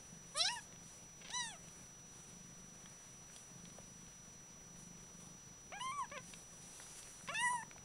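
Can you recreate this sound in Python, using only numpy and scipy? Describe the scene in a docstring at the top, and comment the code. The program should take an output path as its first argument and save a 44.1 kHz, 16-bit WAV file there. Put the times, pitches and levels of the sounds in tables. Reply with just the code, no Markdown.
"""A mother cat purrs breath by breath in soft hiss, and soon her newborn kitten mews above her.
The mews, from a kitten lifted in a hand over a towel in a cardboard box, are short arches with pitch breaks.
They are built from partials, breath puffs and resonances; each purr beat is a thud that rings the box.
Fur and towel rustle as swelling noise; small mouth and claw clicks are noise bursts that ring.
A small mono camera adds hiss, a thin steady whistle and a faint tick thirty times a second."""
import sys
import numpy as np
from scipy import signal
from scipy.io import wavfile
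from scipy.ndimage import uniform_filter1d

SR = 44100
rng = np.random.default_rng(int(sys.argv[2]) if len(sys.argv) > 2 else 0)


def store_pcm(level_fs):
    """Save levels as 16-bit WAV."""
    pcm = np.round(np.clip(level_fs, -1, 1) * 32767).astype(np.int16)
    wavfile.write(sys.argv[1], SR, np.atleast_2d(pcm).T)


N = 345744


def gain_of(db):
    """Turns decibels into a plain multiplier."""
    return 10 ** (np.asarray(db) / 20)


def evened(x):
    """Scales a signal to rms 1."""
    return x / np.sqrt(np.mean(x ** 2) + 1e-20)


def read(points, hz):
    """Reads between the points of a table, on a log-frequency axis."""
    point_hz, value = np.transpose(points)
    return np.interp(np.log(hz + 1), np.log(point_hz + 1), value)


def add(mix, s, sound):
    """Mixes a sound in at time s, in seconds."""
    part = mix[round(s * SR):][:len(sound)]
    part += sound[:len(part)]


def resonate(x, hz, width):
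    """Shifts hz (which may glide) down to zero, smooths, and shifts back: a resonance of gain 1."""
    turn = np.exp(2j * np.pi * np.cumsum(hz * np.ones(len(x))) / SR)
    memory = np.exp(-np.pi * width / SR)
    smooth = signal.lfilter([1 - memory], [1, -memory], x / turn + 1e-18)
    return 2 * (turn * smooth).real


def wander(shape, size):
    """Random curves, smoothed twice over size samples, of rms 1."""
    once = uniform_filter1d(rng.standard_normal(shape), size)
    return evened(uniform_filter1d(once, size))


def noise(spectrum, patchy_db, flicker_db):
    """Noise of rms 1 from random short spectra, with drifting patches and a flicker shared by all bands."""
    frames, hz = N // 256 + 5, np.fft.rfftfreq(1024, 1 / SR)
    a, b, patches = rng.standard_normal((frames, 513, 3)).T
    patches = uniform_filter1d(patches, size=14, axis=0)  # along frequency
    patches = evened(uniform_filter1d(patches, size=12, axis=1))  # along time
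    flicker = rng.standard_normal(frames)
    level_db = read(spectrum, hz)[:, None] + patchy_db * patches + flicker_db * flicker
    z = (a + 1j * b) * gain_of(level_db)
    return evened(signal.istft(z, nperseg=1024, noverlap=768)[1][:N])


def air():
    """Room air and microphone hiss are shaped noise, and narrow bands of noise hum as low room modes."""
    # Colour of the hiss. Each row: frequency in Hz, relative level in dB per Hz.
    air_colour = [(20, 23), (60, 10.5), (95, 14), (130, 15), (175, 13), (230, 9), (400, 10), (1100, 4.5),
                  (2000, 1.5), (5000, -1.5), (9000, -2.5), (15000, -1.5)]
    # Low room modes. Each row: frequency in Hz, width in Hz, level in dB rms.
    room_modes = [(131.4, 11.7, -74), (179.8, 21, -77)]
    modes = sum(gain_of(db) * evened(resonate(rng.standard_normal(N), hz, width))
                for hz, width, db in room_modes)
    hiss_db = -61
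    return gain_of(hiss_db) * noise(air_colour, patchy_db=0.9, flicker_db=1.53) + modes


def camera():
    """Steady whistles are pure tones; each tick is a single jolt that rings two resonances."""
    # Whistles. Each row: frequency in Hz, level in dB rms.
    whistle_table = [(5880, -60), (1119, -83), (1199.5, -85), (1561.6, -87), (3045.8, -90), (5910, -88)]
    # Resonances of the tick. Each row: frequency in Hz, width in Hz, level in dB rms.
    tick_rings = [(6200, 530, -83), (3900, 150, -83.5)]
    t = np.arange(N) / SR
    jolts = (np.arange(N) % (SR // 30) == 0) * 1.  # thirty a second
    whistles = sum(np.sqrt(2) * gain_of(db) * np.sin(2 * np.pi * hz * t) for hz, db in whistle_table)
    ticks = sum(gain_of(db) * evened(resonate(resonate(jolts, hz, width), hz, width))
                for hz, width, db in tick_rings)
    return whistles + ticks


def rustle():
    """Fur and towel rub as soft grainy friction noise, under slow strokes that swell and fade."""
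    # Strokes. Each row: peak time in seconds, rise in seconds, fall in seconds, peak level in dB.
    strokes = [(.01, .05, 0.2, -64), (.33, .1, .1, -64), (.62, 0.3, 0.052, -59), (0.909, .12, 0.16, -61),
               (1.78, .3, 0.18, -63), (2.18, 0.13, 0.36, -63), (3.08, 0.67, 0.23, -66),
               (3.37, 0.1, 0.13, -60.5), (3.75, 0.33, 0.64, -65.5), (4.34, .04, 0.028, -68),
               (4.83, 0.11, 0.077, -63), (5.03, 0.075, .08, -66), (5.23, 0.13, 0.12, -62.5),
               (5.66, 0.076, .03, -72), (6.3, 0.096, 0.18, -58), (6.82, 0.34, 0.72, -55.5),
               (6.99, 0.036, 0.028, -53), (7.2, .1, .2, -81), (7.68, .1, 0.11, -81.5)]
    # Colour of the rubbing. Each row: frequency in Hz, relative level in dB per Hz.
    rub_colour = [(1500, -10), (3000, -8.5), (5200, -8), (7000, -5.5), (9500, -2), (11000, 1.5),
                  (12500, -3.5), (15000, -19)]
    t = np.arange(0, N + 64, 64) / SR
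    power = np.zeros(len(t))
    for s, rise, fall, db in strokes:
        distance = (t - s) / np.where(t < s, rise, fall)
        power += gain_of(db - 12 * distance ** 2) ** 2  # 12 dB down one rise or fall time away
    level = np.repeat(np.sqrt(power), 64)[:N]
    return level * noise(rub_colour, patchy_db=1.4, flicker_db=1.2)


def purr():
    """Each flap of the larynx is one soft thud that rings the box; beats vary a little in time and size."""
    # Breaths. Each row: first beat in seconds, last beat in seconds, number of beats,
    # start level in dB, end level in dB (levels before the overall gain below).
    breaths = [(.009, .091, 3, -56, -58), (.13, 0.381, 7, -44.5, -58.5), (0.478, .863, 10, -54, -49.5),
               (.949, 1.098, 5, -56, -50.5), (1.209, 1.68, 12, -48.5, -51.5),
               (1.775, 2.198, 12, -52.5, -52.5), (2.291, 2.918, 17, -50, -49.5),
               (3.07, 3.402, 10, -52, -60), (3.518, 3.758, 7, -47.5, -47), (3.803, 4.073, 8, -50, -49.5),
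               (4.161, 4.436, 8, -52, -55), (4.505, 4.585, 3, -54, -50), (4.667, 5.032, 10, -50.5, -48),
               (5.071, 5.351, 8, -52, -47), (5.438, 5.512, 3, -53, -50), (5.624, 5.935, 9, -55, -51),
               (6.033, 6.373, 9, -50, -50.5), (6.493, 6.709, 7, -55, -53), (7.241, 7.68, 11, -46.5, -49.5),
               (7.752, 7.832, 3, -52, -57)]
    # The box and throat ring on. Each row: frequency in Hz, width in Hz, level in dB relative to the thud.
    chest_rings = [(168.2, 8.7, -3.5), (130.6, 10.6, -15), (422, 140, 3.5)]
    lag, swell_db = 0.019, 1.95  # beats inside a breath come late (scales the lag); its middle is louder
    thud_s = .006  # the thud peaks this long after its start
    knocks = np.zeros(N)
    for first, last, beats, start_db, end_db in breaths:
        u = np.linspace(0, 1, round(beats))  # progress through the breath
        late, size = rng.standard_normal((round(beats), 2)).T
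        at = first + (last - first) * (u + lag * u * (1 - u)) - thud_s + 0.00056 * late
        db = start_db + (end_db - start_db) * u + swell_db * np.sin(np.pi * u) + 1.3 * size
        knocks[np.clip(at * SR, 0, N - 1).astype(int)] = gain_of(db)
    t = np.arange(6000) / SR
    thud = np.exp(-((t - thud_s) / 0.0034) ** 2) * np.cos(2 * np.pi * 185 * (t - .0066))
    ring = sum(gain_of(db) * np.exp(-np.pi * width * t) * np.cos(2 * np.pi * hz * (t - thud_s))
               for hz, width, db in chest_rings)
    soft_start = 1 - np.exp(-t / 0.0048)
    return 0.44 * signal.oaconvolve(knocks, thud + ring * soft_start)[:N]


def clicks():
    """Mouth and claw clicks: a snap and a short burst of noise ring one resonance and the treble."""
    # Each row: start in seconds, peak level of the ring in dB, ring frequency in Hz,
    # treble in dB relative to the ring, time for the burst to fall 60 dB in seconds.
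    click_table = [(.726, -42.5, 2500, -20, .01), (.761, -44, 2480, -20, 0.011),
                   (1.285, -37, 3380, -15, .013), (1.304, -37.5, 3280, -17, 0.065),
                   (1.685, -47, 2980, -1, 0.011), (1.798, -52.5, 1500, -20, .01),
                   (2.859, -40.5, 2160, -16, .02), (2.899, -58, 6000, 12, .01),
                   (3.3, -48.5, 1590, -20, .01), (3.363, -39.5, 3600, -2, 0.032),
                   (3.654, -40, 2680, -22, 0.014), (3.702, -48, 2600, -15, .011),
                   (3.785, -46.5, 647, -30, 0.039), (4.067, -50, 2800, -10, .01),
                   (5.722, -41, 1960, -30, 0.032), (5.799, -43, 2470, -10, 0.018),
                   (6.101, -47, 3000, -12, 0.014), (6.12, -41, 2170, -25, .011),
                   (6.178, -36, 2880, -17, 0.0096), (6.337, -36, 2670, -20, 0.019),
                   (6.8, -41, 1230, -25, 0.019), (6.866, -50, 1200, -17, .017),
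                   (7.03, -42.5, 4000, -6, .01), (7.074, -48, 2500, -15, .014),
                   (7.092, -53, 5400, -13, 0.0033), (7.21, -49, 1192, -20, .012),
                   (7.277, -35.5, 2400, -30, 0.027), (7.288, -37, 2450, -30, 0.032),
                   (7.343, -39, 6000, 3.5, .009), (7.533, -39.5, 726, -30, 0.0073),
                   (7.628, -47, 1500, -20, .009), (7.713, -37.5, 1910, -35, .011),
                   (7.762, -48.5, 670, -16, 0.026), (7.781, -42, 1780, -25, 0.0099)]
    broad_hz, knee_hz = 4000, 1740  # low clicks ring narrow, those above the knee are broad
    out, t = np.zeros(N), np.arange(1200) / SR
    for s, db, hz, treble_db, t60 in click_table:
        width = broad_hz * hz ** 2 / (hz ** 2 + knee_hz ** 2)
        snap = 6.6 * (t == 0)
        burst = (rng.standard_normal(len(t)) + snap) * gain_of(-60 * t / max(t60, .002))
        body = resonate(resonate(burst, hz, width), hz, width)
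        treble = resonate(resonate(burst, 8800, 4000), 8800, 4000)
        sound = body / abs(body).max() + gain_of(treble_db) * treble / abs(treble).max()
        add(out, s, gain_of(db) * sound)
    return out


def creak():
    """A hoarse creak is uneven voice pulses and a little noise, in a wide gliding resonance."""
    # Two joined pieces. Each row: time in seconds, level in dB, resonance in Hz.
    s, db, hz = np.transpose(np.concatenate([
        [(1.2, -95, 2750), (1.216, -57.5, 2740), (1.226, -61, 2740), (1.24, -75, 2730)],
        [(1.24, -79, 3140), (1.248, -52, 3140), (1.3, -67, 3120)],
    ]))
    t = np.arange(s[0], s[-1], 1 / SR)
    uneven = evened(uniform_filter1d(rng.standard_normal(len(t)), size=80))
    turns = np.cumsum(560 * (1 + 0.11 * uneven)) / SR  # about 560 pulses a second
    pulses = np.diff(np.floor(turns), prepend=0) + 0.036 * rng.standard_normal(len(t))
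    mouth = resonate(pulses, np.interp(t, s, hz), 2000)
    return s[0], gain_of(np.interp(t, s, db)) * evened(resonate(mouth, 1600, 2600))


def mew(rows):
    """Four low partials pass straight; mouth, third and top resonances lift the rest and breath puffs."""
    # Widths of the mouth, third and top resonances in Hz.
    widths_hz = (900, 800, 2800)
    s, *columns = np.transpose(rows)
    t = np.arange(s[0], s[-1], 1 / SR)
    curves = (uniform_filter1d(np.interp(t, s, c), size=150) for c in columns)
    (hz, first_db, second_db, mouth_hz, mouth_db, third_db, top_db,
     fall_db, third_hz, top_hz, hoarse) = curves
    # every call starts hoarse, clears within some 25 ms, and tires towards its end
    tired = np.minimum(hoarse * np.linspace(.8, 1.8, len(t)), .62)
    hoarse = np.maximum(tired, .4 * np.exp((s[0] - t) / .025))
    k = np.arange(1, 26)[:, None]  # partial numbers
    turns = np.cumsum(hz * (1 + (.001 + .004 * hoarse) * wander(len(t), size=60))) / SR
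    # uneven folds: each high partial fades in and out on its own, and a hoarse voice flutters
    fading_db = -(2 + 6 * hoarse + k * hz / 2600) * abs(wander((len(k), len(t)), size=800))
    flutter = hoarse * wander(len(t), size=200)
    partials = np.sqrt(2) * np.cos(2 * np.pi * k * turns + 0.312 * k ** 2) * (k * hz < 15000)

    thinning_db = 3 * np.maximum(k * hz - 11300, 0) / 1e3  # 3 dB per kHz above 11.3 kHz
    high = (gain_of(fading_db - thinning_db) * partials)[4:].sum(axis=0)
    middle = (gain_of(hoarse * fading_db) * partials)[2:4].sum(axis=0)
    # breath noise is strongest at the start of each turn of the folds
    puffs = 7 * hoarse * (.4 + np.exp(-(turns % 1) / .3)) * rng.standard_normal(len(t))
    # flutter and puffs are strongest in the top resonance
    mouth_drive = gain_of(1.5 * flutter) * (high + middle + .3 * puffs)
    third_drive = gain_of(2 * flutter) * (high + .55 * puffs)
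    top_drive = gain_of(5 * flutter) * (high + .9 * puffs)
    tract = zip((mouth_drive, third_drive, top_drive), (mouth_hz, third_hz, top_hz),
                widths_hz, (mouth_db, third_db, top_db))
    upper = sum((-1) ** n * gain_of(db) * resonate(resonate(drive, f, width), f, width)
                for n, (drive, f, width, db) in enumerate(tract))  # signs alternate

    third_fourth_db = first_db - fall_db * np.log2(k[2:4]) + hoarse * fading_db[2:4]
    low_db = np.array([first_db, second_db, *third_fourth_db])
    voice = upper + (gain_of(low_db) * partials[:4]).sum(axis=0)
    ends = np.clip(np.minimum(t - s[0], s[-1] - t) / 0.00049, 0, 1)  # avoids clicks at the ends
    return s[0], voice * ends


def kitten():
    """The kitten's voice: stretches that touch form one unbroken call, and a creak joins the mews."""
    # One table for each stretch of voice between pitch breaks. Each row: time in seconds, pitch in Hz,
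    # first partial in dB, second partial in dB, mouth resonance in Hz, its level setting in dB,
    # third resonance level setting in dB, top resonance level setting in dB.
    mew_tables = [
        [(0.345, 521, -70, -57, 3600, -73, -69, -69), (0.355, 553.4, -51.5, -52, 3600, -54, -68, -67),
         (0.369, 586, -50.5, -47.5, 3730, -47, -55, -50.5), (0.383, 613, -53, -45, 3750, -40, -48, -42),
         (0.405, 668, -47.5, -48.5, 3800, -32.5, -36, -48), (0.415, 669.5, -49.5, -60, 3730, -30, -35, -51),
         (0.443, 735, -46.5, -67, 3900, -44, -41, -53), (0.451, 740, -50, -44.5, 3880, -40, -33, -55),
         (0.467, 802, -53, -45.5, 3860, -35, -34, -54), (0.484, 821.4, -53, -48, 3790, -39, -34.5, -58)],
        [(0.484, 833.5, -52, -44, 2570, -34, -37, -59), (0.496, 920, -46.5, -47, 2560, -46, -47, -61),
         (0.512, 962, -45.5, -48, 2570, -51, -42, -60), (0.53, 966, -46, -65, 2810, -51, -49, -56),
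         (0.552, 951, -48, -79, 2920, -51, -52, -55), (0.562, 934, -47, -51, 2875, -55, -59, -60),
         (0.588, 845, -58, -49.5, 2710, -60, -59, -72), (0.6, 824, -77, -57, 2630, -51, -68, -77)],
        [(1.295, 698, -49, -78, 3480, -72, -78, -84), (1.303, 733.3, -67, -65, 3480, -52, -50, -62),
         (1.323, 884.6, -61, -58, 3900, -61, -59, -69), (1.343, 970, -52, -50.5, 3850, -47.5, -44.5, -55),
         (1.371, 1002, -47, -55, 4000, -56, -42.5, -59), (1.407, 972, -51, -46, 4220, -43, -46, -53.5),
         (1.485, 882, -57.5, -56, 3850, -59, -57, -57), (1.509, 840, -62, -63, 3380, -53, -60, -62),
         (1.539, 714, -57, -71, 3420, -88, -75, -72), (1.559, 640, -64, -61, 3370, -67, -78, -75),
         (1.57, 636, -81, -72, 3600, -74, -78, -72)],
        [(5.72, 531, -58.5, -51, 2260, -65, -78, -84), (5.736, 730, -49, -62, 2270, -52, -78, -84),
         (5.748, 784, -53, -58, 2380, -55.5, -78, -84), (5.772, 826, -52, -52.5, 2600, -59, -78, -80),
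         (5.8, 806, -72, -62, 2430, -68, -78, -82)],
        [(5.802, 946, -53, -50, 2940, -60, -71, -55), (5.812, 969.7, -47, -61, 2930, -45.5, -56, -64),
         (5.838, 1037, -48, -60, 3000, -62, -50, -56), (5.866, 1048, -43, -51.5, 3170, -61, -58, -61),
         (5.906, 1062, -43, -52, 3160, -75, -73, -57), (5.918, 1050, -47, -59, 3170, -72, -72, -68)],
        [(5.918, 1140, -47, -49, 3090, -67, -75, -59), (5.932, 1164, -45, -54.5, 3140, -72, -73, -66),
         (5.972, 1155, -42, -58, 3160, -79, -73, -71), (5.99, 1127, -41, -64, 3180, -70, -75, -61),
         (6.012, 1035, -40.5, -64, 3100, -68, -77, -66), (6.032, 957, -44, -60, 2910, -70, -71, -68),
         (6.05, 828, -57, -53, 2790, -64, -75, -76), (6.06, 750, -85, -66, 2820, -68, -75, -76)],
        [(6.115, 539, -51, -65, 2660, -67, -78, -82), (6.119, 554, -56, -52.5, 2630, -69, -78, -80),
         (6.151, 613, -56.5, -58, 2720, -63, -78, -80), (6.177, 508, -52.5, -51, 2630, -55, -78, -82),
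         (6.191, 507.7, -57, -65, 2630, -67, -76, -82), (6.2, 493.1, -69, -71, 2630, -69, -74, -80)],
        [(7.285, 492, -53.5, -48, 2780, -56, -53, -78), (7.297, 565, -54, -45.5, 2900, -42.5, -64, -80),
         (7.309, 580.1, -53, -46, 2810, -62, -67, -82), (7.315, 594, -57, -52, 2810, -62, -68, -78)],
        [(7.315, 644, -53, -54, 2730, -69, -70, -74), (7.329, 686, -53, -50, 2740, -58, -70, -70),
         (7.343, 690, -53, -54, 2750, -56, -70, -72)],
        [(7.345, 850, -61, -43, 2800, -42, -54, -63), (7.373, 888, -57, -45.5, 2880, -40, -46, -57.5),
         (7.411, 948, -43.5, -42.5, 3000, -42, -61, -47.5), (7.445, 998, -40.5, -39, 2860, -67, -40.5, -49),
         (7.455, 983, -42, -37, 2890, -64, -52, -49.5), (7.481, 955, -40.5, -36, 2890, -62, -56, -44),
         (7.493, 970, -42, -41, 2880, -77, -78, -51), (7.513, 1001, -40.5, -60, 2910, -92, -68, -50),
         (7.559, 962, -41, -51.5, 2840, -79, -76, -53.5), (7.619, 863, -54.5, -53, 2670, -71, -72, -62),
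         (7.634, 962.6, -44.5, -51, 2640, -83, -78, -57)],
    ]
    # One row a stretch: fall of the third and fourth partials in dB an octave,
    # third resonance in Hz, top resonance in Hz.
    voice_table = [(1.5, 5460, 9150), (28, 5380, 9500), (3, 5930, 8700), (22, 5800, 6100), (11, 5800, 9900),
                   (25, 6000, 8300), (1, 5000, 8500), (-1.5, 5000, 10000), (6, 3500, 7300),
                   (15, 5840, 9600)]
    # Basic hoarseness of each stretch, from 0 to 1.
    hoarse_table = (.42, .6, .15, .05, .05, .05, .12, .05, .06, .07)
    stretches = [[(*row, *voice, hoarse) for row in rows]
                 for rows, voice, hoarse in zip(mew_tables, voice_table, hoarse_table)]
    out, calls = np.zeros(N), stretches[:1]
    for rows in stretches[1:]:
        gap_s = rows[0][0] - calls[-1][-1][0]
        if gap_s < 1e-3:
            calls[-1] = calls[-1] + rows
        else:
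            calls.append(list(rows))
    for rows in calls:
        add(out, *mew(rows))
    add(out, *creak())
    return out


def box(x):
    """Box echo: sparse taps of random sign, one in every 20 samples, each band dying at its own speed."""
    # Each row: frequency in Hz, time to fall 60 dB in seconds.
    box_decay = [(300, .2), (1000, .2), (3000, .14), (9000, .08)]
    taps = np.zeros(SR // 2)
    at = np.arange(100, SR // 2 - 20, 20)
    taps[at + rng.integers(0, 20, len(at))] = rng.choice([-1., 1.], len(at))
    hz, t, z = signal.stft(taps, SR, nperseg=256)
    fade = gain_of(-60 * t / read(box_decay, hz)[:, None])
    tail = signal.istft(z * fade, SR, nperseg=256)[1]
    return signal.oaconvolve(x, tail / np.linalg.norm(tail))[:N]


def scene():
    """Kitten and clicks echo in the box, the rest joins dry, and one microphone feeds both channels."""
    near = kitten() + clicks()
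    near = near + gain_of(-17) * box(near)
    mono = near + purr() + rustle() + camera() + air()
    return np.array([mono, mono])


def record(dry):
    """The converter colours the treble, then a steep filter removes what lies above its band."""
    # A roll-off into a deep notch and a dim shelf above it. Each row: frequency in Hz, level in dB.
    converter = [(9800, 0), (10600, -5), (11200, -12), (11600, -22), (11760, -42), (11920, -24),
                 (12300, -15), (13000, -10), (15700, -11)]
    edge_hz = 15770
    hz = np.linspace(0, SR / 2, 2049)
    colour = signal.firwin2(1023, hz, gain_of(read(converter, hz)), fs=SR)
    edge = signal.firwin(2047, edge_hz, window=("kaiser", 9), fs=SR)
    return signal.oaconvolve(dry, np.convolve(colour, edge)[None], "same")


dry = scene()
out = record(dry)
store_pcm(out)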